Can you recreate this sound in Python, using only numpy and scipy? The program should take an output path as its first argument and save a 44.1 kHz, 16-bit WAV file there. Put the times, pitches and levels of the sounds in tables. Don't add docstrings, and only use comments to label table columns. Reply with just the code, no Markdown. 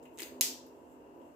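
import sys
import numpy as np
from scipy import signal
from scipy.fft import rfft, irfft
from scipy.io import wavfile
from scipy.ndimage import uniform_filter1d

SR = 44100
rng = np.random.default_rng(int(sys.argv[2]) if len(sys.argv) > 2 else 0)


def boost_factor(decibels):
    exponent = np.asarray(decibels, float) / 20
    return 10 ** exponent


def transcribe(u):
    v = np.clip(np.atleast_2d(u).T, -1, 1)
    q = np.round(v * 32767).astype(np.int16)
    wavfile.write(sys.argv[1], SR, q)


N = 59535


def rms_one(x):
    return x / np.sqrt(np.mean(x ** 2) + 1e-20)


def in_time(rows):
    return np.interp(np.arange(N) / SR, *np.transpose(rows))


def at_hz(points, hz):
    table = np.array(points)
    return np.interp(np.log(hz), np.log(table[:, 0]), table[:, 1])


def coloured(spectrum):
    low_hz, high_hz = spectrum[0][0], spectrum[-1][0]

    def gain_at(hz):
        ends = np.minimum(hz / low_hz, 1) ** 3 * np.minimum(high_hz / hz, 1) ** 6
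        return boost_factor(at_hz(spectrum, hz)) * ends
    return gain_at


def filtered(x, order, edge_hz, kind):
    return signal.sosfilt(signal.butter(order, edge_hz, kind, fs=SR, output="sos"), x)


def low_passed(x, order, stop_db, stop_hz):
    return signal.sosfilt(signal.cheby2(order, stop_db, stop_hz, fs=SR, output="sos"), x)


def ring(clicks, hz, t60_s):
    r = boost_factor(-60 / (t60_s * SR))
    w = 2 * np.pi * hz / SR
    return signal.lfilter([0, np.sin(w)], [1, -2 * r * np.cos(w), r * r], clicks + 1e-18)


def burst(length_s, chance):
    n = np.arange(chance.shape[-1])
    decay = np.exp(-n / SR / max(length_s, 1e-4))
    shape = np.where(n == 0, 5.0, chance ** 3) * decay
    return shape / np.sqrt(np.sum(shape ** 2, axis=-1, keepdims=True))


# freq_hz, likeness [clipped to -0.9 to 0.9]
CHANNEL_LIKENESS = [(60, 2.6), (130, -0.6), (290, 3.4), (640, 0.38), (1410, -0.44), (3100, 0.08),
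                    (6820, -0.1), (15000, -0.1)]
# freq_hz, left_minus_right_db
CHANNEL_LEAN = [(60, 4), (180, -1), (550, -2.5), (1650, 6.5), (4970, 3.5), (15000, -5)]


def noise(gain_at):
    hz = np.maximum(np.fft.rfftfreq(N, 1 / SR), 1)
    mid, side = rfft(rng.standard_normal((2, N)))
    alike = np.clip(at_hz(CHANNEL_LIKENESS, hz), -.9, .9)
    lean_db = at_hz(CHANNEL_LEAN, hz) / 2 * [[1], [-1]]
    pair = np.sqrt(1 + alike) * mid + np.sqrt(1 - alike) * side * [[1], [-1]]
    return rms_one(irfft(pair * gain_at(hz) * boost_factor(lean_db), N))


# freq_hz, level_db_per_hz
DRONE_COLOUR = [(15, -78), (25, -41), (59, -16), (188, -21.5), (253, -8), (671, -11), (729, -17.5),
                (919, -11.5), (1300, -30), (1690, -61.5), (2860, -120)]
# time_s, level_db
DRONE_SWELL = [(0.0, -55), (0.09, -56), (0.386, -53), (0.698, -56.5), (1.124, -56), (1.248, -54),
               (1.35, -59.5)]
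# freq_hz, width_hz, level_db
CASING = [(62, 17, -87.5), (154.3, 21, -74), (255.25, 2.7, -61), (296.6, 4, -66.5), (344, 54, -62.5),
          (402.9, 9.2, -63.5), (465.5, 19, -66), (525, 23, -69.5), (551, 4.7, -75), (696.7, 2, -68),
          (900, 3.4, -82.5), (983, 15.6, -69.5), (2790, 110, -81)]


def drone():
    swell_db = in_time(DRONE_SWELL)
    tones = 0
    for hz, width_hz, level_db in CASING:
        tones = tones + boost_factor(level_db) * noise(lambda f: 1 / (1 + (2 * (f - hz) / width_hz) ** 2))
    rumble = boost_factor(swell_db - 1.0) * noise(coloured(DRONE_COLOUR))
    return rumble + boost_factor(swell_db - swell_db.mean()) * tones


# freq_hz, level_db_per_hz
HISS_COLOUR = [(710, -46), (1200, -5.5), (1500, -5.5), (2410, -16), (2720, -9), (3520, -24), (6930, -20.5),
               (9370, -22.5), (15700, -24)]
HISS_DB = -71.5


def hiss():
    return boost_factor(HISS_DB) * noise(coloured(HISS_COLOUR))


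# freq_hz, level_db_per_hz
CLOTH_COLOUR = [(2000, -12), (3500, -5), (5000, -22), (7500, 6), (9500, -5.5), (12500, -1.5), (15800, -5.5)]
# time_s, level_db
RUSTLE = [(0, -95), (.022, -112), (.03, -64.5), (.1, -86), (.16, -70), (.3, -75.5), (.75, -78),
          (.86, -79.5), (.93, -72), (1.0, -85), (1.1, -89), (1.2, -82), (1.27, -76), (1.35, -82.5)]


def rustle():
    return boost_factor(in_time(RUSTLE)) * noise(coloured(CLOTH_COLOUR))


# freq_hz, t60_s
ROOM_T60 = [(1000, 0.77), (2000, 0.34), (5000, 0.4041), (8000, 0.3016), (12000, 0.2643), (16000, 0.33)]
# freq_hz, left_minus_right_db
ROOM_LEAN = [(1000, 2.5), (2000, 4.5), (4000, 4.5), (8000, -3), (14000, -0.5)]
# freq_hz, level_db
SNAP_ROOM_COLOUR = [(800, -23), (1500, -24), (2400, -6.5), (4000, -6), (6200, 0.5), (8000, -1.5),
                    (12000, -4), (15500, -8)]
# freq_hz, level_db
TICK_ROOM_COLOUR = [(1000, -7), (2500, 2), (5000, -6.5), (8000, 3.5), (10500, -4.5), (13000, 1.5),
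                    (15500, 4)]
SNAP_ROOM_DB, TICK_ROOM_DB, ROOM_RISE_S = -18.5, -27.5, 0.011


def room(x, colour, level_db):
    t = np.arange(SR // 2) / SR
    edges_hz = 600 * 2 ** np.arange(0, 5, 1 / 3)
    white = rng.standard_normal((2, 2, len(t)))
    tail = 0
    for k, (low_hz, high_hz) in enumerate(zip(edges_hz, edges_hz[1:])):
        hz = np.sqrt(low_hz * high_hz)
        band = filtered(white[k % 2], 2, [low_hz, high_hz], "band")
        decay_db = at_hz(colour, hz) - 60 * t / at_hz(ROOM_T60, hz)
        lean_db = at_hz(ROOM_LEAN, hz) * np.array([[.5], [-.5]])
        tail = tail + band * boost_factor(decay_db + lean_db)
    tail = tail * (1 - np.exp(-t / ROOM_RISE_S))
    return boost_factor(level_db) * signal.fftconvolve(tail, x.mean(0, keepdims=True), axes=1)[:, :N]


ECHO_DELAYS = [.001, .0029, .0037, .0058, .0086, .0116, .0128, .018]
# left_db, right_db, scatter_s
ECHOES = [(0, -22.5, .0005), (-7.5, -39, 0.00039), (4.5, -22.5, .0002), (-0.5, -27, .0003),
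          (-22.5, -30.5, .0003), (-8.5, -19, .001), (-14, -21.5, .0015), (-19.5, -31.5, .001)]


def echoes(x):
    path = np.zeros((2, 2048))
    scattered = rng.standard_normal((len(ECHOES), 2, 512))
    scattered = scattered * scattered[..., :1]
    for delay_s, (left_db, right_db, scatter_s), chance in zip(ECHO_DELAYS, ECHOES, scattered):
        i = int(delay_s * SR)
        path[:, i:i + 512] += boost_factor(np.array([[left_db], [right_db]])) * burst(scatter_s, chance)
    return signal.fftconvolve(path, x, axes=1)[:, :N]


# start_s, length_s, from_hz, to_hz, level_db
SQUEAKS = [
    (.125, .055, 11200, 12300, -72),
    (1.155, .06, 13900, 13000, -77),
]
SQUEAK_WOBBLE_HZ = 120


def squeaks():
    out = np.zeros((2, N))
    for start_s, length_s, from_hz, to_hz, level_db in SQUEAKS:
        u = np.linspace(0, 1, int(length_s * SR))
        wobble = uniform_filter1d(rng.standard_normal((2, N)), size=64)[:, :len(u)] * 8
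        pitch_hz = from_hz + (to_hz - from_hz) * u + SQUEAK_WOBBLE_HZ * wobble
        phase = np.cumsum(pitch_hz, axis=1) * 2 * np.pi / SR
        i = int(start_s * SR)
        out[:, i:i + len(u)] += boost_factor(level_db) * np.sin(np.pi * u) * np.sin(phase)
    return out


# start_s, level_db, pitch_hz, t60_s
KNOCKS = [
    (0.2185, -35.5, 327, 0.0793),
    (0.432, -57, 153.7, 0.24),
]


def knocks():
    out = np.zeros(N)
    for start_s, level_db, hz, t60_s in KNOCKS:
        push = np.zeros(N)
        push[int(start_s * SR)] = boost_factor(level_db)
        out += filtered(ring(push, hz, t60_s), 2, [1.0 * hz, 1.8 * hz], "band")
    return out


TICK_TIMES = [.0255, .0535, .175, .1808, .1872, .1905, .1952, .1988, .2015, .204, .2125, .2203, .2238,
              .2297, .2332, .662, 1.215]
TICK_LENGTHS = [.02, .012, .0005, .0005, .0006, .0006, .0003, .004, .001, .0012, .004, .0004, .0008, .0008,
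                .002, .015, .015]
# level_db, pitch_hz, left_minus_right_db
TICKS = [(-52, 22000, 8), (-50, 2700, 5.5), (-47, 8000, -4), (-44, 2636, 3.5), (-32.5, 8650, -6),
         (-41.5, 8403, -7.5), (-35, 3255, -6), (-36.5, 2310, 8), (-40, 16000, 1.5), (-31.5, 8500, 2.5),
         (-43, 2600, 4), (-25.5, 15000, -2.5), (-36.5, 9000, -1.5), (-36, 5000, 10.5), (-33, 9500, 0.5),
         (-53, 12300, 4), (-62, 2960, 0.5)]
TICK_RING_CYCLES = 18
TICK_OWN_DB, TICK_SHELL_DB, TICK_SPREAD_DB = 4, -3, 3
TICK_BRIGHT_DB_PER_OCTAVE = 1
HELD_DAMPING = .45
BODY_CUT_HZ = 1900


def ticks():
    out = np.zeros((2, N))
    tint = rng.standard_normal((len(TICKS), len(SHELL), 2))
    grain = rng.standard_normal((len(TICKS), 2, 3000))
    for start_s, length_s, tick, chance, grains in zip(TICK_TIMES, TICK_LENGTHS, TICKS, tint, grain):
        level_db, hz, pan_db = tick
        click = burst(length_s, grains)
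        sound = boost_factor(TICK_OWN_DB) * ring(click, hz, TICK_RING_CYCLES / hz)
        for (shell_hz, t60_s), port_db, c in zip(SHELL[2:], SHELL_DB[2:], chance):
            bright_db = TICK_BRIGHT_DB_PER_OCTAVE * np.log2(shell_hz / 6000)
            mode_db = TICK_SHELL_DB + bright_db + np.mean(port_db) + TICK_SPREAD_DB * c
            sound = sound + boost_factor(mode_db)[:, None] * ring(click, shell_hz, HELD_DAMPING * t60_s)
        i = int(start_s * SR)
        out[:, i:i + sound.shape[1]] += sound * boost_factor(level_db + np.array([[pan_db], [-pan_db]]) / 2)
    return filtered(out, 3, BODY_CUT_HZ, "high")


SNAP_S = .40995
# left_db, right_db
SNAP_DB = (-15.5, -8)
# pitch_hz, t60_s
SHELL = [(895, .06), (1005, .05), (2330, .009), (2910, .006), (3950, .007), (5080, .006), (6540, .008),
         (7550, .004), (11000, .006), (13000, .0045), (14600, .004)]
# left_db, right_db
SHELL_DB = [(-19.5, -17), (-22.5, -25), (-17, -25.5), (-13, -23), (-8, -9.5), (-11.5, -14), (-3.5, -5.5),
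            (-7, -2.5), (-4.5, -11), (-4.5, -3), (-13.5, -14)]
# delay_s, pitch_hz, t60_s, left_db, right_db
CRACK = (.00016, 10000, .0006, -12, -1)


def snap():
    out = np.zeros((2, N))
    for k, ((hz, t60_s), port_db) in enumerate(zip(SHELL, SHELL_DB)):
        clicks = np.zeros((2, N))
        clicks[:, int(SNAP_S * SR)] = boost_factor(np.add(port_db, SNAP_DB)) * (-1) ** k
        out += ring(clicks, hz, t60_s)
    delay_s, hz, t60_s, *crack_db = CRACK
    clicks = np.zeros((2, N))
    clicks[:, int((SNAP_S + delay_s) * SR)] = boost_factor(np.array(crack_db))
    return filtered(out + ring(clicks, hz, t60_s), 3, BODY_CUT_HZ, "high")


TICK_ECHO_DB, QUIET_CUTOFF_HZ = -9, 16000
PORT_NOTCH_HZ, PORT_NOTCH_WIDTH_HZ, PORT_NOTCH_SHARE = 9400, 1300, .7


def scene():
    direct, small = snap(), ticks()
    blow = np.zeros((1, N))
    blow[0, int(SNAP_S * SR)] = 1
    air = hiss() + rustle()
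    tails = room(blow, SNAP_ROOM_COLOUR, SNAP_ROOM_DB) + room(small, TICK_ROOM_COLOUR, TICK_ROOM_DB)
    rest = small + echoes(direct + boost_factor(TICK_ECHO_DB) * small) + tails + air
    bright = direct + low_passed(rest, 20, 70, QUIET_CUTOFF_HZ)
    b, a = signal.iirpeak(PORT_NOTCH_HZ, PORT_NOTCH_HZ / PORT_NOTCH_WIDTH_HZ, SR)
    bright = bright - PORT_NOTCH_SHARE * signal.lfilter(b, a, bright)
    return bright + knocks() + drone() + squeaks()


def top_cut(x):
    return signal.sosfilt(signal.butter(12, 16820, fs=SR, output="sos"), x)


CUTOFF_HZ, RUMBLE_CUT_HZ = 16800, 50


def record(dry):
    cut = low_passed(dry, 16, 60, CUTOFF_HZ)
    mix = filtered(cut, 2, RUMBLE_CUT_HZ, "high")
    return top_cut(mix)


dry = scene()
out = record(dry)
transcribe(out)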